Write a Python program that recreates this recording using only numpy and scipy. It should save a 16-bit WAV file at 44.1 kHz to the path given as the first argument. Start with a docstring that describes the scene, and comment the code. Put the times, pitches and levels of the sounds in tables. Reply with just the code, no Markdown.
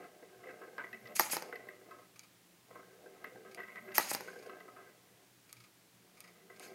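"""A light hollow ball rolls up and down a wooden trough: random grain drives the trough's dying modes,
and each bump on the rails is a strike and a skid through the same modes and the thin shell.
Twice a servo, noise chopped at the gear-tooth rate, swings a leg that kicks the ball back up with a
crack, a ring and a rattle; between and after the kicks it twitches with small buzzes and clicks.
A quiet room adds a short tail, hiss and a faint wavering hum."""
import sys
import numpy as np
from scipy import signal
from scipy.fft import rfft, irfft
from scipy.io import wavfile
from scipy.ndimage import uniform_filter1d

SR = 44100
rng = np.random.default_rng(int(sys.argv[2]) if len(sys.argv) > 2 else 0)


def linear_from_db(decibels):
    """Turn decibels (scalar or array-like) into linear amplitude factors; 0 gives 1."""
    return 10 ** (np.asarray(decibels, float) / 20)


def dump_mix(stems):
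    """Bounce the given channels to the path in sys.argv[1] as a 16-bit WAV at rate SR."""
    frames = np.atleast_2d(stems).T  # one column per channel
    limited = np.clip(frames, -1, 1)  # hard clip at full scale
    pcm = np.round(limited * 32767).astype(np.int16)
    wavfile.write(sys.argv[1], SR, pcm)


N = 297234

# background hiss spectrum: freq_hz, density_db (relative)
HISS_SPECTRUM = [(15, -67), (25, -28), (92, -16), (114, -12.5), (145, -14), (175, 1), (223, -12),
                 (309, -6.5), (451, -12), (1330, -16.5), (1840, -15.5), (16000, -23)]
HISS_RMS_DB = -65.5
# wavering hum: pitch_hz, waver_rms_hz, level_db
HUM_TONES = [(120.6, 3, -80.5), (176, 4.35, -85.5)]
ROOM_DB, ROOM_T60_S = -15.5, 0.35

# gear whine spectrum: freq_hz, density_db (relative)
GEAR_SPECTRUM = [(880, -10), (1900, -6.5), (2370, -0.5), (3500, -13.5), (5020, -4), (5770, -11), (6560, -3),
                 (7600, -16), (8600, -10.5), (9900, -15.5), (11200, -9), (12500, -16.5), (16000, -21)]
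# gearbox modes: freq_hz, level_db, t60_s
GEARBOX_MODES = [(1233, -15, 0.034), (2325, -1, 0.0097), (4860, 7, 0.0034), (6640, 2.5, 0.0052),
                 (9130, 7, 0.003), (11840, -1, 0.011), (14300, -3, 0.0011)]
# whine as the servo drives, is jolted by the kick, and returns:
# start_s, level_db, rise_s, decay_s, treble_lean_db
SERVO_STROKES = [(1.15, -36.5, 0.017, 0.013, 5), (1.18, -38.5, 0.021, 0.004, 2),
                 (1.196, -37, 0.0022, 0.059, 3.5), (1.295, -46.5, 0.0053, 0.0058, -8.5),
                 (1.305, -34, 0.02, 0.022, 5.5), (1.343, -46, 0.0045, 0.061, -1),
                 (3.941, -38.5, 0.015, 0.067, 4), (3.983, -41.5, 0.0024, 0.13, -0.5),
                 (4.081, -40.5, 0.031, 0.0082, 8.5), (4.124, -36, 0.012, 0.013, 4.5),
                 (4.149, -54.5, 0.0042, 0.052, -1.5), (6.601, -53, 0.034, 0.045, 0)]
# trains of motor buzzes as the servo hunts: start_s, buzz_count, spacing_s, peak_db
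SERVO_HUNTS = [(2.157, 3, .0368, -51), (3.511, 2, .037, -51), (4.386, 3, .037, -50), (5.491, 5, .0364, -51),
               (6.169, 4, .0348, -51), (6.56, 2, .037, -52)]
# gear slack clicking shut: start_s, peak_db
SLACK_CLICKS = [(2.1935, -34.5), (3.547, -35.5), (5.528, -34), (6.2046, -36.5), (6.5966, -35.5)]
MESH_PER_S = 740

# leg modes: freq_hz, level_db, t60_s
LEG_MODES = [(221, -27.5, 0.16), (358, -6.5, 0.055), (525, -4.5, 0.015), (600, 3.5, 0.015),
             (844, 10, 0.027), (983, 16, 0.0097), (1280, 7, 0.0045), (1500, 9.5, 0.011), (1560, 23, 0.0031),
             (1783, 7, 0.023), (1970, 7, 0.015)]
# hard faces meeting, modes: freq_hz, level_db, t60_s
CRACK_MODES = [(4260, -7.5, 0.0025), (5600, -4.5, 0.002), (8740, -16.5, 0.0071), (13030, -9.5, 0.0044)]
# foot on ball: start_s, level_db, rattle_db (re level), board_shove_peak_db
FOOT_KICKS = [(1.1958, -13, -18, -54), (3.9811, -12.5, -19, -52)]
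KICK_CRACK_DB, KICK_SHELL_DB = -2.5, -1.5  # re kick level
# frame rebounds and leg meeting its stops: start_s, level_db, crack_db (re level)
LEG_STOPS = [(1.2022, -24, -28), (1.208, -23.5, -2), (1.3333, -22.5, -18), (1.3679, -21.5, -4.5),
             (1.4234, -30, -4.5), (3.9836, -23, -11), (3.9987, -20, -22), (4.115, -20.5, -17),
             (4.1488, -22.5, 0.5), (4.2075, -31, -5.5)]
STOP_SHELL_DB, STOP_RATTLE_DB = -18, -13.5  # re stop level
STOP_TILT_DB_PER_OCTAVE = -4  # duller than the kicks
THUD_S = 0.003

# trough modes: freq_hz, level_db, t60_s
TROUGH_MODES = [(385.7, 1.5, 0.25), (443, 0, 0.11), (492.4, 10.5, 0.054), (607.3, 2, 0.14),
                (706, 12.5, 0.033), (1073, -5, 0.1), (1262, 4.5, 0.02), (1572, 4.5, 0.037), (1990, 4, 0.03),
                (2100, -7, 0.077), (2590, -9.5, 0.038), (5000, -3.5, 0.0016)]
# base board mode: freq_hz, level_db, t60_s
BOARD_MODES = [(214, 3, 0.073)]
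# ball shell modes: freq_hz, level_db, t60_s
SHELL_MODES = [(11740, 16.5, 0.016), (12560, 15, .027), (14380, 8, 0.02)]
# bumps on the rails: start_s, peak_db, tilt_db_per_octave, best_hz (rings most), chatter_db (re peak)
RAIL_BUMPS = [(0.0403, -48.5, 11.5, 1270, -65), (0.2254, -45, -5, 1920, -58), (0.4375, -45, 2, 2000, -57),
              (0.4704, -42, 2, 2030, -57), (0.4896, -47, 2, 1580, -50), (0.508, -48, 17, 1580, -77),
              (0.617, -44.5, -5, 1350, -39.5), (0.781, -43.5, 14, 1454, -31),
              (0.8395, -42.5, 2, 2000, -49.5), (0.9286, -38.5, 11.5, 2120, -67),
              (0.9434, -41, 7, 1980, -54.5), (1.055, -48, 22, 1970, -46.5), (1.0712, -48.5, 36, 2240, -45),
              (1.1134, -61, 10, 1980, -43), (1.5253, -34, 4.5, 1790, -51.5), (1.5564, -38, 13.5, 2150, -64),
              (1.6863, -36, 4, 1970, -60), (1.8843, -49.5, -6, 1210, -66), (1.91, -45, 10, 1170, -44),
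              (1.9895, -48, 1, 1070, -49), (2.706, -47, -3.5, 1100, -45.5), (2.7531, -42, 1.5, 1080, -49),
              (2.79, -45.5, -3, 1260, -65), (2.829, -52, 2, 1560, -59), (3.0585, -45, -5, 1570, -70),
              (3.2415, -33.5, 7, 2220, -48), (3.3566, -44.5, -3.5, 1590, -56),
              (3.4481, -48, -5, 1400, -40.5), (3.5735, -41.5, 1, 1990, -43.5),
              (3.5902, -45, -9, 1590, -38.5), (3.601, -38.5, 11.5, 2080, -66), (3.632, -41, 8, 1910, -55),
              (3.6792, -50, 12.5, 2270, -32), (3.7583, -47.5, 21, 1960, -40),
              (3.8746, -49.5, -2, 1950, -43), (3.918, -44.5, 19.5, 2020, -65), (4.282, -42.5, 3, 1620, -51),
              (4.3593, -47, -15, 1560, -48), (4.4612, -41.5, -15, 1550, -59), (4.4946, -44, 11, 1210, -46),
              (4.6032, -46.5, 11, 1120, -51), (4.681, -51, -16, 1280, -42), (4.7638, -49, 4, 1200, -38),
              (6.046, -56, -10, 500, -53), (6.2387, -55, 0, 1990, -41), (6.4984, -45, 1.5, 1990, -50.5),
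              (6.601, -46, -4, 2160, -47), (6.629, -57, 12, 1570, -39), (6.698, -56.5, -12, 596, -46)]
# one curve per roll: time_s, rumble_db
ROLL_CURVES = [
    [(0, -51), (.11, -64), (.39, -59.5), (.45, -49.5), (.56, -57.5), (1.0, -62.5), (1.126, -50.5),
     (1.17, -69)],
    [(1.42, -51.5), (1.55, -55.5), (1.8, -61.5), (1.96, -59), (2.1, -75)],
    [(2.66, -69), (2.756, -60.5), (2.874, -65.5), (3.23, -58.5), (3.82, -64), (3.91, -50.5), (3.95, -51)],
    [(4.2, -53), (4.5, -55), (4.6, -60.5), (4.75, -60.5), (5.0, -69.5), (5.25, -73)],
    [(6.0, -79), (6.3, -69.5), (6.59, -63), (6.7399, -57.5)],
]
# ball at the foot of the slope: time_s
FOOT_TIMES_S = [1.17, 3.95, 7.1]
SKID_S = 0.0066  # skid holds this long, then stops short
CHATTER_S = 0.031  # decay of the chatter after a bump
FAVOUR_DB, FAVOUR_OCTAVES = 13, .2
BELLY_RMS_DB = 3
UPPER_DB = -7  # upper trough modes re rumble
FLEX_DB, FLEX_DB_PER_S, SETTLE_DB_PER_S = -55, 23.5, 41  # board hum at the foot, its rise and fall
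SING_DB, SING_DB_PER_S = -71.5, 33  # shell song at the foot, loss per second away from it


def evened(x):
    """Scales to rms 1."""
    return x / np.sqrt(np.mean(x ** 2) + 1e-20)


def peaked(x):
    """Scales to peak 1."""
    return x / abs(x).max()


def add(mix, s, sound):
    """Mixes a sound in at time s, cut at the end of the mix."""
    part = mix[round(s * SR):][:len(sound)]
    part += sound[:len(part)]


def highpass(x, edge_hz):
    """Fourth-order cut of the bass: small objects radiate little of it."""
    return signal.sosfilt(signal.butter(4, edge_hz, "high", fs=SR, output="sos"), x)


def ring(modes, tilt_db=0, turn=-1):
    """Impulse response of dying modes, peak 1; tilt_db per octave leans it about 1.7 kHz."""
    t = np.arange(SR // 4)[:, None] / SR
    hz, db, t60 = np.transpose(modes)
    side = turn ** np.arange(len(hz))  # turn -1: neighbouring modes start in opposite directions
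    level_db = db + tilt_db * np.log2(hz / 1700) - 60 * t / t60
    return peaked((side * linear_from_db(level_db) * np.sin(2 * np.pi * hz * t)).sum(1))


def coloured(count, points):
    """Noise of rms 1 with a spectrum interpolated over log frequency."""
    hz = np.fft.rfftfreq(count, 1 / SR)
    f, db = np.transpose(points)
    shape = linear_from_db(np.interp(np.log(hz + 1), np.log(f + 1), db))
    return evened(irfft(rfft(rng.standard_normal(count)) * shape, count))


def columns(rows):
    """Start time and the columns of a curve at every sample."""
    s, *cols = np.transpose(rows)
    t = np.arange(s[0], s[-1], 1 / SR)
    return s[0], [np.interp(t, s, c) for c in cols]


def burst(decay_s, rise=0.023):
    """Scrape of noise dying exponentially; rise is a fraction of decay_s."""
    t = np.arange(SR // 10) / SR
    decay_s = max(decay_s, 1e-3)
    return rng.standard_normal(len(t)) * np.minimum(t / (rise * decay_s), 1) * np.exp(-t / decay_s)


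def patchy(x, depth_db):
    """Bands under a kilohertz wide flare and fade on their own over some 15 ms."""
    z = signal.stft(x, nperseg=128)[2]
    field = uniform_filter1d(rng.standard_normal(z.shape), size=2, axis=0)
    field = uniform_filter1d(field, size=11, axis=1)
    return evened(signal.istft(z * linear_from_db(depth_db * evened(field)), nperseg=128)[1][:len(x)])


def favour_db(hz, best_hz):
    """The place of a blow favours the modes near one pitch."""
    return FAVOUR_DB * np.exp(-(np.log2(hz / best_hz) / FAVOUR_OCTAVES) ** 2)


def quiet():
    """Microphone hiss and room air, with a faint hum whose pitch and strength waver."""
    out = linear_from_db(HISS_RMS_DB) * coloured(N, HISS_SPECTRUM)
    for hz, waver_hz, db in HUM_TONES:
        pitch_hz = hz + waver_hz * evened(uniform_filter1d(rng.standard_normal(N), size=2000))
        swell = linear_from_db(5.3 * evened(uniform_filter1d(rng.standard_normal(N), size=3000)))
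        tone = np.sqrt(2) * np.sin(2 * np.pi * np.cumsum(pitch_hz) / SR)
        out = out + linear_from_db(db) * swell * tone
    return out


def room(x):
    """Soft furnished room: a short diffuse tail from the board and walls, duller as it dies."""
    t = np.arange(SR // 2) / SR
    air = rng.standard_normal(len(t)) * (t > .003)
    dull = uniform_filter1d(air, 6)
    bright = air - dull
    tail = dull * linear_from_db(-60 * t / ROOM_T60_S) + bright * linear_from_db(-60 * t / (0.14 * ROOM_T60_S))
    return linear_from_db(ROOM_DB) * signal.fftconvolve(x, tail / np.linalg.norm(tail))[:N]


def servo_strokes():
    """Gear whine: coloured noise pulsed by each tooth as it engages, at a jittered mesh rate."""
    out, t = np.zeros(N), np.arange(SR // 2) / SR
    for s, db, rise_s, decay_s, lean_db in SERVO_STROKES:
        jitter = uniform_filter1d(rng.standard_normal(len(t)), size=60)
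        mesh = np.cumsum(MESH_PER_S * (1 + jitter)) / SR
        teeth = .6 + np.exp(-(mesh % 1) / .3)
        whine = patchy(coloured(len(t), GEAR_SPECTRUM) * teeth, 2.8)
        dull = uniform_filter1d(whine, 5)
        leaned = dull * linear_from_db(-lean_db) + (whine - dull) * linear_from_db(lean_db)
        envelope = np.where(t < rise_s, t / rise_s, np.exp(-(t - rise_s) / decay_s))
        add(out, s, linear_from_db(db) * leaned * envelope)
    return out


def servo_hunts():
    """Evenly spaced motor buzzes: noise bursts through the gearbox modes."""
    out = np.zeros(N)
    for s, buzzes, spacing_s, db in SERVO_HUNTS:
        for k in range(buzzes):
            buzz = signal.fftconvolve(burst(0.013, rise=0.26), ring(GEARBOX_MODES, -5.5))
            add(out, s + k * spacing_s, linear_from_db(db) * peaked(buzz))
    return out


def slack_clicks():
    """Gear slack snaps shut: an impulse and a short scrape ring the gearbox."""
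    out = np.zeros(N)
    for s, db in SLACK_CLICKS:
        snap = .3 * burst(.001)
        snap[0] = 1
        add(out, s, linear_from_db(db) * peaked(signal.fftconvolve(snap, ring(GEARBOX_MODES))))
    return out


def thuds():
    """One slow shove and return of the board at each kick."""
    out, u = np.zeros(N), np.arange(SR // 10) / SR / THUD_S
    for s, *_, db in FOOT_KICKS:
        add(out, s, linear_from_db(db) * np.e * u * np.exp(-u))
    return out


def knock(crack_db, shell_db, rattle_db, tilt_db=0, turn=-1):
    """A hard blow cracks and rings leg and shell; the loose frame rattles after it in small taps."""
    blow = linear_from_db(rattle_db) * burst(0.015) * (rng.random(SR // 10) < 900 / SR)
    blow[0] = 1
    body = ring(LEG_MODES, tilt_db, turn) + linear_from_db(shell_db) * ring(SHELL_MODES)
    sound = signal.fftconvolve(blow, body)
    # the faces meet over an uneven instant
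    crack = signal.fftconvolve(burst(0.0006, rise=0.5), ring(CRACK_MODES))
    add(sound, 0, linear_from_db(crack_db) * peaked(crack))
    return sound


def knocks():
    """The kicks, and the duller knocks of the leg after them."""
    out = np.zeros(N)
    for s, db, rattle_db, _ in FOOT_KICKS:
        add(out, s, linear_from_db(db) * knock(KICK_CRACK_DB, KICK_SHELL_DB, rattle_db))
    for s, db, crack_db in LEG_STOPS:
        stop = knock(crack_db, STOP_SHELL_DB, STOP_RATTLE_DB, STOP_TILT_DB_PER_OCTAVE, turn=0.96)
        add(out, s, -linear_from_db(db) * stop)
    return out


def bumps():
    """Each bump strikes the trough and skids a moment; brighter bumps tick the thin shell harder."""
    out, t = np.zeros(N), np.arange(SR // 20) / SR
    for s, db, tilt_db, best_hz, _ in RAIL_BUMPS:
        push = 0.33 * rng.standard_normal(len(t)) * np.exp(-(t / SKID_S) ** 2)
        push[0] = 1
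        soft = np.convolve(push, np.hanning(11))  # contact lasts a quarter millisecond
        modes = [(hz, mode_db + favour_db(hz, best_hz), t60) for hz, mode_db, t60 in TROUGH_MODES]
        wood = signal.fftconvolve(soft, ring(modes, tilt_db))
        add(out, s, linear_from_db(db) * peaked(wood))
        shell = signal.fftconvolve(push / np.linalg.norm(push), ring(SHELL_MODES))
        add(out, s, linear_from_db(db - 19.5 + 0.41 * tilt_db) * shell)
    return out


def grain():
    """Wood grain under the ball: sparse random impulses of either sign, 1500 a second on average."""
    height = linear_from_db(4.07 * np.minimum(rng.exponential(1, N), 4))
    return height * (rng.random(N) < 1500 / SR) * rng.choice([-1, 1], N)


def chatter(mode, hz):
    """After each bump a rolling mode swells and dies, most near the pitch the bump favours."""
    out = np.zeros(N)
    dying = np.exp(-np.arange(SR // 4) / SR / CHATTER_S)
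    for s, bump_db, _, best_hz, chatter_db in RAIL_BUMPS:
        part = mode[round(s * SR):][:len(dying)]
        add(out, s, linear_from_db(bump_db + chatter_db + favour_db(hz, best_hz)) * part * dying[:len(part)])
    return out


def board_flex(grit, since_s):
    """The base board hums as the ball nears the low end, and settles after."""
    board = evened(signal.oaconvolve(grit, ring(BOARD_MODES))[:N])
    slope_db = np.where(since_s < 0, FLEX_DB_PER_S * since_s, -SETTLE_DB_PER_S * since_s)
    return linear_from_db(FLEX_DB + slope_db).sum(1) * board


def shell_song(grit, away_s):
    """The shell sings faintly on the grain while the ball is fast, near the foot."""
    song = evened(signal.oaconvolve(grit, ring(SHELL_MODES))[:N])
    return linear_from_db(SING_DB - SING_DB_PER_S * away_s) * song


def rolling():
    """Grain of the wood under the ball drives the trough's low and upper modes, board and shell."""
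    out, low, high = np.zeros((3, N))
    grit = grain()
    contact = np.hanning(13)
    blunt = np.convolve(grit, contact / np.linalg.norm(contact), "same")  # soft contact on the wood
    since_s = np.arange(N)[:, None] / SR - FOOT_TIMES_S
    away_s = np.minimum(abs(since_s).min(1), 1)  # travel time from the foot, at most 1 s
    for hz, db, t60 in TROUGH_MODES[:-1]:  # the grain is too soft for the topmost mode
        upper = hz > 900
        # far up the slope the upper modes lean towards their lower members
        lean_db = (4.0 - 4.7 * away_s) * np.log2(hz / 1570) * upper
        # random swell: the ball passes nodes and bellies of the mode
        belly = evened(uniform_filter1d(rng.standard_normal(N), size=4000))
        drive = blunt * linear_from_db(BELLY_RMS_DB * belly + lean_db)
        mode = linear_from_db(db) * signal.oaconvolve(drive, ring([(hz, 0, t60)]))[:N]
        add(high if upper else low, 0, mode)
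        if upper:
            out += chatter(mode, hz)
    rumble = evened(low) + linear_from_db(UPPER_DB) * evened(high)
    for rows in ROLL_CURVES:
        s, (rumble_db,) = columns(rows)
        add(out, s, linear_from_db(rumble_db) * rumble[round(s * SR):][:len(rumble_db)])
    return out + board_flex(grit, since_s) + shell_song(grit, away_s)


def scene():
    """All sources, their room tail and the background."""
    servo = servo_strokes() + servo_hunts() + slack_clicks()
    small = highpass(rolling() + bumps() + servo, 250)
    blows = highpass(knocks(), 190)
    near = small + blows
    return (near + room(near) + thuds() + quiet())[None]


def roll_off(x):
    """The treble ends steeply here."""
    return signal.sosfilt(signal.butter(12, 16480, fs=SR, output="sos"), x)


def record(dry):
    """Band limit: a linear-phase lowpass at 15.9 kHz."""
    edge = signal.firwin(255, 15900, window=("kaiser", 8), fs=SR)
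    mix = signal.oaconvolve(dry, edge[None], "same")
    return roll_off(mix)


dry = scene()
out = record(dry)
dump_mix(out)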